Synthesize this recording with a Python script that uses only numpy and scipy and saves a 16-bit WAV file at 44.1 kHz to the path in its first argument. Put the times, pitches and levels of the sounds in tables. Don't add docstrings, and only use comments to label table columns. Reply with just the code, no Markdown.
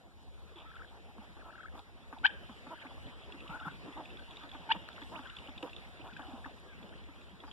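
import sys
import numpy as np
from scipy import signal
from scipy.fft import rfft, irfft, next_fast_len
from scipy.io import wavfile
from scipy.ndimage import uniform_filter1d, map_coordinates

SR = 44100
rng = np.random.default_rng(int(sys.argv[2]) if len(sys.argv) > 2 else 0)


def output_pcm(signal):
    pcm = np.clip(np.atleast_2d(signal).T, -1, 1) * 32767
    wavfile.write(sys.argv[1], SR, np.round(pcm).astype(np.int16))


def decibels_to_gain(level_db):
    exponent = np.asarray(level_db, float) / 20
    return 10 ** exponent


N = 331632


def unit(x):
    return x / np.sqrt(np.mean(x ** 2) + 1e-20)


def along(points, hz):
    f, v = np.transpose(points)
    return np.interp(np.log(hz + 1), np.log(f + 1), v)


def wobble(rate_hz):
    return map_coordinates(rng.standard_normal(int(N * rate_hz / SR) + 4), [np.arange(N) * rate_hz / SR])


def filtered(x, response):
    m = next_fast_len(N + SR // 2)
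    return irfft(rfft(x, m) * response(np.fft.rfftfreq(m, 1 / SR)), m)[..., :N]


def resonances(modes, f):
    total = 0
    for k, (centre, width, db) in enumerate(modes):
        mode = 1j * f * width / (centre * centre - f * f + 1j * f * width)
        total = total + (-1) ** k * decibels_to_gain(db) * mode
    return total


def add(track, s, sound):
    part = track[round(s * SR):][:len(sound)]
    part += sound[:len(part)]


def stack(pitch_hz, modes, rough, count=8):
    shake = uniform_filter1d(rng.standard_normal((2, len(pitch_hz))), size=40) * 6
    phase = 2 * np.pi * np.cumsum(pitch_hz * (1 + 0.3 * rough * shake[0])) / SR
    voice = 0
    for k in range(1, count + 1):
        gain = np.abs(resonances(modes, k * pitch_hz))
        voice = voice + gain * np.sin(k * phase + (k - 1) ** 2)
    return voice * (1 + rough * shake[1])


def placed(x, lag_s):
    return filtered(x, lambda f: np.exp(-1j * np.pi * f * lag_s * np.array([[1], [-1]])))


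# (frequency [Hz], first port louder [dB], first port late [rad])
SHADE = [(850, 0, .7), (1600, -4, 1.65), (2450, -4, .15), (3000, 9, .9), (3500, 4.5, 1.4), (4500, 0, 2.4),
         (5500, 0, 2.6)]


def shaded(x):
    hz, louder_db, late_rad = np.transpose(SHADE)
    sign = np.array([[.5], [-.5]])

    def response(f):
        gain = decibels_to_gain(sign * np.interp(f, hz, louder_db))
        turn = np.exp(-1j * sign * np.interp(f, [0, *hz], [0, *late_rad]))
        return gain * turn / (1 + (f / 5200) ** 8)
    return filtered(x, response)


# (time [s], pitch [Hz], effort [dB])
SQUAWKS = [
    [(2.233, 619, -50), (2.243, 735, -30), (2.252, 785, -17.5), (2.2548, 820, -22), (2.2582, 862, -15),
     (2.2612, 915, -25), (2.266, 1034, -14), (2.269, 1175, -25), (2.279, 1260, -36)],
    [(4.689, 700, -52), (4.693, 720, -36), (4.700, 745, -37), (4.705, 765, -27), (4.714, 870, -25),
     (4.720, 974, -17.5), (4.7245, 1170, -21), (4.732, 1200, -38), (4.745, 1250, -48)],
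]
# (frequency [Hz], width [Hz], level [dB])
THROATS = [
    [(910, 190, -12), (1600, 290, 3)],
    [(890, 130, -19), (1670, 870, -5)],
]
# (frequency [Hz], width [Hz], level [dB])
BEAK = [(2900, 870, -16.5), (4260, 670, -35)]
GAPE = [(2830, 1300, -3.5)]
RASP_DB = [-5, -2]
# (frequency [Hz], level [dB])
HELD = [(900, -36), (900, -22)]
GAPE_HZ, GAPE_SPAN_HZ = 943, 21
BRIGHTENS, HELD_FOLLOWS = 0.24, 0.86


def squawks():
    out = np.zeros((2, N))
    for call, throat, rasp_db, (held_hz, held_db) in zip(SQUAWKS, THROATS, RASP_DB, HELD):
        s, *cols = np.transpose(call)
        pitch, effort_db = [np.interp(np.arange(s[0], s[-1], 1 / SR), s, c) for c in cols]
        rasp = uniform_filter1d(rng.standard_normal((8, len(pitch))), size=70)
        rasp = uniform_filter1d(rasp, size=70) * 7
        phase = 2 * np.pi * np.cumsum(pitch * (1 + 0.015 * rasp[0])) / SR

        gape = 1 / (1 + np.exp((GAPE_HZ - pitch) / GAPE_SPAN_HZ))
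        drive, flick = decibels_to_gain(effort_db) * (1 - gape), decibels_to_gain(effort_db) * gape
        below_peak_db = effort_db - effort_db.max()
        bright = decibels_to_gain(BRIGHTENS * below_peak_db)

        tone = 0
        for k in range(1, 8):
            modes = throat if k < 4 else BEAK
            gain = drive * bright ** min(k - 1, 1) * np.abs(resonances(modes, k * pitch))
            gain = gain + flick * np.abs(resonances(GAPE, k * pitch)) ** 2
            tone = tone + gain * (1 + .045 * k * rasp[k]) * np.sin(k * phase + k * k)
        voice = np.zeros(N)
        add(voice, s[0], tone)

        held = decibels_to_gain(held_db + HELD_FOLLOWS * below_peak_db) * (1 - gape)
        add(voice, s[0], held * np.sin(2 * np.pi * held_hz * np.cumsum(1 + 0.044 * rasp[1]) / SR))

        breath = np.zeros(N)
        add(breath, s[0], drive * bright * (1 + np.cos(phase)) * rng.standard_normal(len(pitch)))
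        voice += decibels_to_gain(rasp_db) * filtered(breath, lambda f: resonances([(1900, 1800, 0)], f) ** 2)
        out += shaded(voice)
    return out


# (time [s], length [s], top pitch [Hz], level [dB], roughness [0-1])
GRUMBLES = [(0.564, 0.1, 327.7, -55, 0.61), (0.907, 0.089, 300, -61.5, 0.7), (1.08, 0.043, 283, -60, 0.46),
            (1.204, 0.051, 300, -59.5, 0.8), (1.456, 0.046, 334, -50.5, 0.49),
            (1.745, 0.061, 300, -52.5, 0.8), (2.705, 0.04, 329.5, -41.5, 0.3),
            (3.498, 0.084, 300, -49, .56), (3.653, 0.037, 300.8, -45, 0.38),
            (4.526, 0.023, 273, -53.5, 0.4), (4.748, 0.02, 313, -41, 0.3), (5.116, 0.067, 330, -43, 0.34),
            (5.629, 0.058, 300, -51.5, 0.75), (6.04, 0.053, 331.3, -48, 0.7),
            (6.17, 0.25, 261.3, -54.5, 0.54)]
HOOT = (3.965, .05, 326, -43, .15)
# (frequency [Hz], width [Hz], level [dB])
CHEST = [(300, 20, -2), (631, 62, -13.5), (826, 135, -1), (1290, 180, -47)]
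ARCH, HOOT_ARCH = 0.088, .45


def grumbles():
    out = np.zeros(N)
    rows = [(*row, ARCH) for row in GRUMBLES] + [(*HOOT, HOOT_ARCH)]
    for s, length_s, top_hz, db, rough, arch in rows:
        u = np.linspace(-1, 1, int(length_s * SR))
        voice = stack(top_hz * (1 - arch * u * u), CHEST, np.clip(rough, 0, 1), count=6)
        add(out, s, decibels_to_gain(db) * np.sqrt(1 - u ** 4) * voice)
    return out


# (time [s], peak level [dB], knock level [dB])
CLUCKS = [(1.366, -55.5, 8), (2.127, -46.5, 9.5), (2.667, -45, 3), (2.85, -44.5, 3.5), (3.073, -48.5, -7),
          (3.34, -48, -1), (3.61, -57, 14), (3.881, -43.5, -1), (4.019, -50, -1), (4.435, -49, 6.5),
          (4.547, -47, 8), (5.018, -44.5, 0), (5.191, -44.5, 4), (5.484, -46.5, 5.5), (5.992, -47.5, -2),
          (6.194, -46.5, 7.5), (6.457, -45.5, 8), (6.827, -57, 6), (7.085, -48.5, 1), (7.436, -48.5, 7.5),
          (7.478, -62, 17.5), (7.512, -57, 0)]
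# (time [s], peak level [dB], pitch [Hz], knock level [dB])
BOOMS = [
    (.554, -51.5, 377, -15),
    (1.184, -44, 240, -7.5),
    (2.492, -43, 249, 0.5),
    (3.492, -38.5, 179.4, -2.5),
    (3.664, -35, 178.6, -5),
    (3.954, -48, 305, -12),
    (4.758, -39, 206, -26),
    (5.627, -37.5, 329, -1),
    (6.281, -44, 299, -20),
    (6.332, -39, 267, -28),
]
CLUCK_HZ, CLUCK_SCATTER, FAR_CLUCKS = 291.8, 0.055, 9


def clucks():
    out, t = np.zeros(N), np.arange(SR // 16) / SR
    near = [(s, db, CLUCK_HZ * (1 + CLUCK_SCATTER * rng.standard_normal()), knock_db)
            for s, db, knock_db in CLUCKS]
    far = rng.random((FAR_CLUCKS, 4)) * [6.6, 5, 140, 6] + [.8, -64, 220, -16]
    low_fade = decibels_to_gain(-60 * t / .09) * (1 - np.exp(-(t / .0055) ** 2))
    knock_fade = decibels_to_gain(-60 * t / 0.088) * (1 - np.exp(-t / 0.00017))
    for s, db, hz, knock_db in np.vstack([near, BOOMS, far]):
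        low = np.sin(2 * np.pi * hz * t * (1 - 3 * t)) * low_fade
        knock = stack(hz + 0 * t, [(840, 184, 0.0), (1300, 1200, -6.5)], rough=0.34) * knock_fade
        add(out, s, decibels_to_gain(db + 8.0) * (low + decibels_to_gain(knock_db - 15.5) * knock))
    return out


# (start [s], first crest [s], last crest [s], crest pitch [Hz], level [dB])
WARBLES = [
    (2.682, 2.769, 2.769, 1750, -51),
    (3.558, 3.584, 3.69, 1620, -47),
    (5.212, 5.243, 5.315, 1650, -54),
    (6.085, 6.108, 6.108, 1700, -51),
    (6.2, 6.219, 6.219, 1750, -49),
]
# (time [s], length [s], middle pitch [Hz], glide [share of pitch], level [dB])
CHIRPS = [(1.371, 0.038, 1500, .5, -61), (1.392, .024, 2500, 0.065, -59), (1.407, .03, 1390, -.75, -54),
          (1.583, 0.052, 3240, 0.015, -54), (2.163, .02, 860, -0.35, -50.5), (2.809, 0.02, 1840, 0.62, -47),
          (2.82, 0.038, 1363, -.8, -54), (2.857, 0.015, 1840, 0.64, -47.5),
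          (2.905, 0.0157, 987, -0.32, -54.5), (3.455, 0.019, 1104, 0.29, -52),
          (3.496, 0.023, 1300, 0.029, -45), (3.525, 0.037, 1430, 0.097, -40.5),
          (3.922, 0.0093, 970, -0.61, -53), (4.186, 0.018, 1545, 0.041, -49),
          (5.02, 0.009, 1780, .35, -43.5), (5.142, .026, 2190, 0.85, -42.5), (5.162, .028, 1324, 0.35, -49),
          (5.253, 0.018, 1575, -0.2, -44), (5.354, .016, 1570, .2, -56), (5.556, 0.0091, 2730, .18, -49),
          (5.627, 0.032, 494, -0.036, -41), (5.997, 0.024, 2500, .2, -49),
          (6.443, 0.0085, 1723, 0.24, -37.5), (6.669, 0.072, 1600, -.06, -57),
          (6.922, .021, 1585, 0.29, -54.5), (7.461, .04, 4900, -.03, -52)]
RISE_S, FALL_S, BREAK_S = 0.024, 0.021, 0.0037
HOLD_DB, RISE_DB, DIP_DB, SWELL_DB = -5, -1, 1, 4.5
TROUGH_HZ, BEAT_S = 1320, .055
HURRY, OVERSHOOT = .9, 1.01


def strokes():
    rows = [(s, length_s, hz * (1 - glide / 2), hz, hz * (1 + glide / 2), db)
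            for s, length_s, hz, glide, db in CHIRPS]
    low = TROUGH_HZ
    for start, first, last, high, db in WARBLES:
        half, lift = (low + high) / 2, first - RISE_S - BREAK_S
        dips = round((last - first) / BEAT_S)
        crests = first + (last - first) * np.linspace(0, 1, dips + 1) ** HURRY
        if lift - start > RISE_S / 2:
            rows.append((start, lift - start - BREAK_S, low, 1.02 * low, low, db + HOLD_DB))
        rows.append((lift, RISE_S, low, .95 * half, high, db + RISE_DB))
        rows.append((last + BREAK_S, FALL_S, high, half, low, db + RISE_DB))
        for k, (a, b) in enumerate(zip(crests, crests[1:])):
            dip_db = db + DIP_DB + SWELL_DB * k
            rows.append((a + BREAK_S, b - a - BREAK_S, high, low, OVERSHOOT * high, dip_db))
    return rows


def trills():
    out = np.zeros(N)
    for s, length_s, start, middle, end, db in strokes():
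        u = np.linspace(0, 1, int(length_s * SR))
        pitch = np.polyval(np.polyfit([0, .5, 1], [start, middle, end], deg=2), u)
        pitch += .3 * (pitch - middle) * (2 * u - 1) ** 6
        swell = np.minimum(1, 6 * np.minimum(u, 3.0 * (1 - u))) * (0.85 + 0.14 * u)
        rough = 0.16 * min(1, (TROUGH_HZ / middle) ** 2)
        add(out, s, decibels_to_gain(db) * swell * stack(pitch, [(1.35 * middle, 1100, 0)], rough, count=1))
    return out


# (start [s], first crest [s], last crest [s], dips [count], level [dB])
SONGS = [
    (.645, .727, .833, 2, -52),
    (1.436, 1.516, 1.671, 3, -52),
]
# (frequency [Hz], width [Hz], level [dB])
GULLET = [(1560, 560, 0)]
LOW_HZ, FIRST_CREST_HZ, LAST_CREST_HZ = 1290, 1950, 2250
POINTED, LATE = 1.9, .08
SONG_SWELL_DB, UPSWING_DB = 2.5, 2
SONG_END = .4
THIN_HZ, THIN_SPAN_HZ, THIN_SHARE = 1900, 150, .8


def songs():
    out = np.zeros(N)
    for start, first, last, dips, db in SONGS:
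        beat_s = (last - first) / dips
        t = np.arange(start, last + SONG_END * beat_s, 1 / SR)
        beats = np.maximum((t - first) / beat_s, -.5)
        crest = FIRST_CREST_HZ + (LAST_CREST_HZ - FIRST_CREST_HZ) * np.sqrt(np.clip(beats / dips, 0, 1))
        late_beats = beats - LATE * np.sin(np.pi * beats) ** 2
        swing = np.abs(np.cos(np.pi * late_beats)) ** (2 * POINTED)
        hold = LOW_HZ * (1 + 0.41 * np.maximum(first - beat_s / 2 - t, 0))
        pitch = hold + (crest - LOW_HZ) * swing
        level_db = db + SONG_SWELL_DB * beats - UPSWING_DB * np.sin(2 * np.pi * beats)
        ends = np.minimum(1, np.minimum((t - start) / .015, (t[-1] - t) / .008))
        ends *= 1 - THIN_SHARE * np.exp(-((pitch - THIN_HZ) / THIN_SPAN_HZ) ** 2)
        gullet = np.abs(resonances(GULLET, pitch))
        add(out, start, decibels_to_gain(level_db) * ends * gullet * stack(pitch, GULLET, rough=.13, count=1))
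    return out


# (time [s], peak level [dB], frequency [Hz], width [Hz])
SNAPS = [(1.182, -47.5, 990, 900), (2.234, -46, 900, 1000), (3.494, -45, 980, 900), (3.675, -40, 1100, 900),
         (3.681, -35, 1100, 900), (3.883, -48, 990, 900), (4.03, -62, 8500, 3000), (4.44, -58, 1200, 800),
         (4.551, -55, 1100, 900), (4.557, -47, 1090, 900), (4.8883, -35.5, 2200, 2500),
         (4.98, -43, 1400, 600), (5.016, -48, 1300, 1200), (5.628, -46, 3500, 4000),
         (5.679, -45.5, 1200, 700), (5.765, -54, 6000, 5000), (6.1646, -41.5, 1600, 250),
         (6.172, -46, 4500, 5000), (6.462, -42, 1100, 1200), (6.6, -59, 8500, 3000)]


def snaps():
    out, t = np.zeros(N), np.arange(SR // 50) / SR
    f = np.fft.rfftfreq(len(t), 1 / SR)
    for s, db, hz, width_hz in SNAPS:
        blow = rng.standard_normal(len(t)) * np.exp(-t / .0003)
        ring = irfft(rfft(blow) * resonances([(hz, width_hz, 0)], f) ** 3, len(t))
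        add(out, s, decibels_to_gain(db) * ring / np.abs(ring).max())
    return out


# (time [s], peak level [dB], frequency
# [Hz])
DRIPS = [(0.7563, -51.5, 3460), (1.7921, -45.5, 3830), (2.1859, -50, 3710), (2.814, -49.5, 2360),
         (3.0677, -50.5, 3280), (3.3226, -40, 2810), (3.4037, -45.5, 2700), (3.4772, -46, 2900),
         (3.5992, -46, 2950), (4.057, -41, 2550), (4.171, -44, 3440), (4.3002, -58, 3500),
         (4.3692, -39.5, 3760), (4.491, -47, 3760), (4.5157, -41.5, 3470), (4.9171, -50, 3500),
         (5.018, -47.5, 3390), (5.035, -46, 3520), (5.2719, -47, 3360), (5.2979, -42.5, 2850),
         (5.3668, -41.5, 3480), (5.3862, -41.5, 2890), (5.4735, -46, 2910), (5.492, -48, 3490),
         (5.5783, -39, 3500), (5.628, -37.5, 2800), (5.695, -50, 3360), (5.732, -42, 2740),
         (5.7638, -40.5, 3450), (6.1657, -45, 2580),
         (4.103, -52, 2640), (4.1934, -48, 3360), (4.309, -46, 3500), (4.334, -52, 2870),
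         (4.9296, -48, 3350), (6.2186, -52, 3140), (6.828, -49.5, 3440), (6.8912, -53, 2900),
         (6.9601, -55, 2850), (7.04, -56, 3400), (7.2125, -49, 2480), (7.403, -47.5, 3500),
         (7.5134, -43.5, 3170)]
TICKS = [(0.5756, -48, 3440), (0.601, -46, 3460), (0.7644, -49, 3080), (0.7944, -59, 3040),
         (1.7764, -49, 3700), (3.4989, -43, 2970), (3.7574, -62, 3430), (4.0527, -45, 2630),
         (4.3614, -42, 3560), (4.4353, -44, 3630), (4.5354, -46, 3500), (4.9616, -43, 2850),
         (5.1228, -48, 2940), (5.235, -47, 3280), (5.9184, -54, 3420), (5.9594, -56, 2920),
         (6.0746, -44, 2450), (6.134, -41, 2530), (6.2672, -47, 3430), (6.2961, -48, 3600),
         (6.3315, -53, 3360), (6.4028, -52, 3040)]
# (frequency [Hz], width [Hz], level [dB])
PLASTIC = [(2500, 760, 5), (3500, 580, 6), (5770, 2700, -6.5)]
TICK_DB = -6.5


def drips():
    out, t = np.zeros((2, N)), np.arange(SR // 60) / SR
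    faint = rng.random((330, 3)) * [3.4, 10, 1400] + [3.2, -67, 2500]
    splash = rng.random((24, 3)) * [.07, 7, 900] + [.555, -61, 2900]
    stray = rng.random((26, 3)) * [3.1, 8, 1200] + [3.3, -60, 2450]
    drops = np.vstack([DRIPS, np.add(TICKS, [0, TICK_DB, 0]), faint, splash, stray])
    f = np.fft.rfftfreq(len(t), 1 / SR)
    wall = sum(resonances([mode], f) ** 2 for mode in PLASTIC)
    for (s, db, hz), (rise, life, side) in zip(drops, rng.random((len(drops), 3))):
        age = t / (.0012 + .001 * life)
        fade = np.e * age * np.exp(-age)
        bubble = np.sin(2 * np.pi * hz * t * (.96 + 13 * rise * t))
        smack = irfft(rfft(rng.standard_normal(len(t)) * fade) * wall, len(t))
        drop = fade * bubble + .9 * smack
        drop *= decibels_to_gain(db) / np.abs(drop).max()
        for port, lag_s in enumerate([0, .00003 * (2 * side - .5)]):
            add(out[port], s - .001 + lag_s, drop)
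    return out


# (frequency [Hz], t60 [s])
PEN = [(300, 0.14), (1600, 0.38), (3500, 0.86), (8000, 0.052)]


def pen(x):
    hz, t, z = signal.stft(rng.standard_normal((2, SR // 2)), SR, nperseg=256)
    tail = signal.istft(z * decibels_to_gain(-60 * t / along(PEN, hz)[:, None]), SR, nperseg=256)[1]
    tail = tail / np.linalg.norm(tail[0])
    return signal.fftconvolve(np.pad(x, (400, 0))[None], tail, axes=1)[:, :N]


# (frequency [Hz], density [dB per Hz])
ALIKE = [(30, -6.5), (65, -1), (110, 0.5), (200, 1), (400, -7.5), (800, -12.5), (1600, -22), (2800, -26.5),
         (3700, -25), (4600, -33), (7000, -37.5), (10000, -34), (13500, -38)]
UNLIKE = [(30, -2), (65, -1), (110, -7), (200, -13.5), (400, -15.5), (800, -18), (1600, -19.5), (2800, -29),
          (3700, -25), (4600, -31.5), (7000, -38.5), (10000, -34), (13500, -33)]


def layer(lo_hz, hi_hz, patchy_db):
    z = signal.stft(rng.standard_normal((2, N)), nperseg=512)[2]
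    field = uniform_filter1d(rng.standard_normal(z.shape[1:]), size=5, axis=0)
    field = uniform_filter1d(field, size=8, axis=1)
    pair = signal.istft(z * decibels_to_gain(patchy_db * unit(field)), nperseg=512)[1][:, :N]

    def response(f):
        band = 1 / np.sqrt((1 + (lo_hz / (f + 1)) ** 6) * (1 + (f / hi_hz) ** 6))
        return band * decibels_to_gain(np.array([along(ALIKE, f), along(UNLIKE, f)]))
    both, apart = filtered(pair, response)
    return unit(np.array([both + apart, both - apart]))


# (time [s], stir of the flock [dB], stir of the pool [dB])
YARD = [
    (0.0, -62, -64.5),
    (0.67, -59, -53),
    (1.949, -59.5, -56),
    (2.6, -56, -49),
    (4.88, -55.5, -48),
    (5.85, -56, -49),
    (6.2, -55.5, -52.5),
    (6.8, -56.5, -51),
    (7.52, -60, -52.5),
]
# (time [s], level [dB])
WIND = [
    (0.0, -80),
    (0.17, -70),
    (2.96, -70),
    (3.035, -56),
    (3.1, -69),
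    (7.41, -69),
    (7.52, -68),
]
# (frequency [Hz], level [dB])
WHINE = [(6998, -100), (9001, -101), (11999, -109), (13001, -100), (14002, -101)]
HISS_FOLLOWS = 0.77


def yard():
    s, *cols = np.transpose(YARD)
    t = np.arange(N) / SR
    flock_db, water_db = [np.interp(t, s, c) for c in cols]
    hiss_db = HISS_FOLLOWS * (flock_db - flock_db.mean()) - 75.0
    wind_db = np.interp(t, *np.transpose(WIND))
    wind = decibels_to_gain(wind_db + 15 + 0.75 * wobble(8.1)) * layer(50, 70.4, patchy_db=1.5) * [[1], [.8]]
    flock = decibels_to_gain(flock_db + 1.0 + 0.77 * wobble(17)) * layer(98, 2900, patchy_db=3.5)
    water = decibels_to_gain(water_db - 12.0 + 0.63 * wobble(23)) * layer(1970, 3180, patchy_db=3.5)
    hiss = decibels_to_gain(hiss_db + 4.5 + wobble(8.3)) * layer(3120, 8400, patchy_db=2.3)
    whine = sum(decibels_to_gain(db + 8) * np.sin(2 * np.pi * hz * t) for hz, db in WHINE) * [[1], [.3]]
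    return wind + flock + water + hiss + whine


# (delay [s], level [dB])
WALLS = [(.012, -23.5), (.020, -30), (.046, -27)]
# (frequency [Hz], width [Hz], level [dB])
WALL_COLOUR = [(1700, 2100, 1.5), (3600, 500, 1)]


def wall_echoes(hen):
    walls = sum(decibels_to_gain(db) * np.roll(hen[::(-1) ** k], round(s * SR), axis=1)
                for k, (s, db) in enumerate(WALLS))
    return filtered(walls, lambda f: resonances(WALL_COLOUR, f))


def scene():
    hen, water = squawks(), drips()
    young = trills() + songs()
    low = grumbles() + clucks() + snaps()
    near = hen + water + placed(low, .00009)
    near += placed(young, 0.00012) * decibels_to_gain(np.array([[-1.5], [1.5]]))
    far_hen = filtered(hen[0], lambda f: 1 / (1 + (f / 2700) ** 4))
    echoes = decibels_to_gain(-20) * pen(far_hen + young + low + water[0])
    return near + wall_echoes(hen) + echoes + yard()


def roll_off(x):
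    return signal.sosfilt(signal.butter(12, 14200, fs=SR, output="sos"), x)


def record(dry):
    cross_s, top_hz = 21 / 44100, 14180

    def feed(f):
        return .76 / np.sqrt(1 + (f / 8000) ** 2) * np.exp(-2j * np.pi * f * cross_s)
    wide = filtered(dry - filtered(dry[::-1], feed), lambda f: f < top_hz)
    return roll_off(wide)


dry = scene()
out = record(dry)
output_pcm(out)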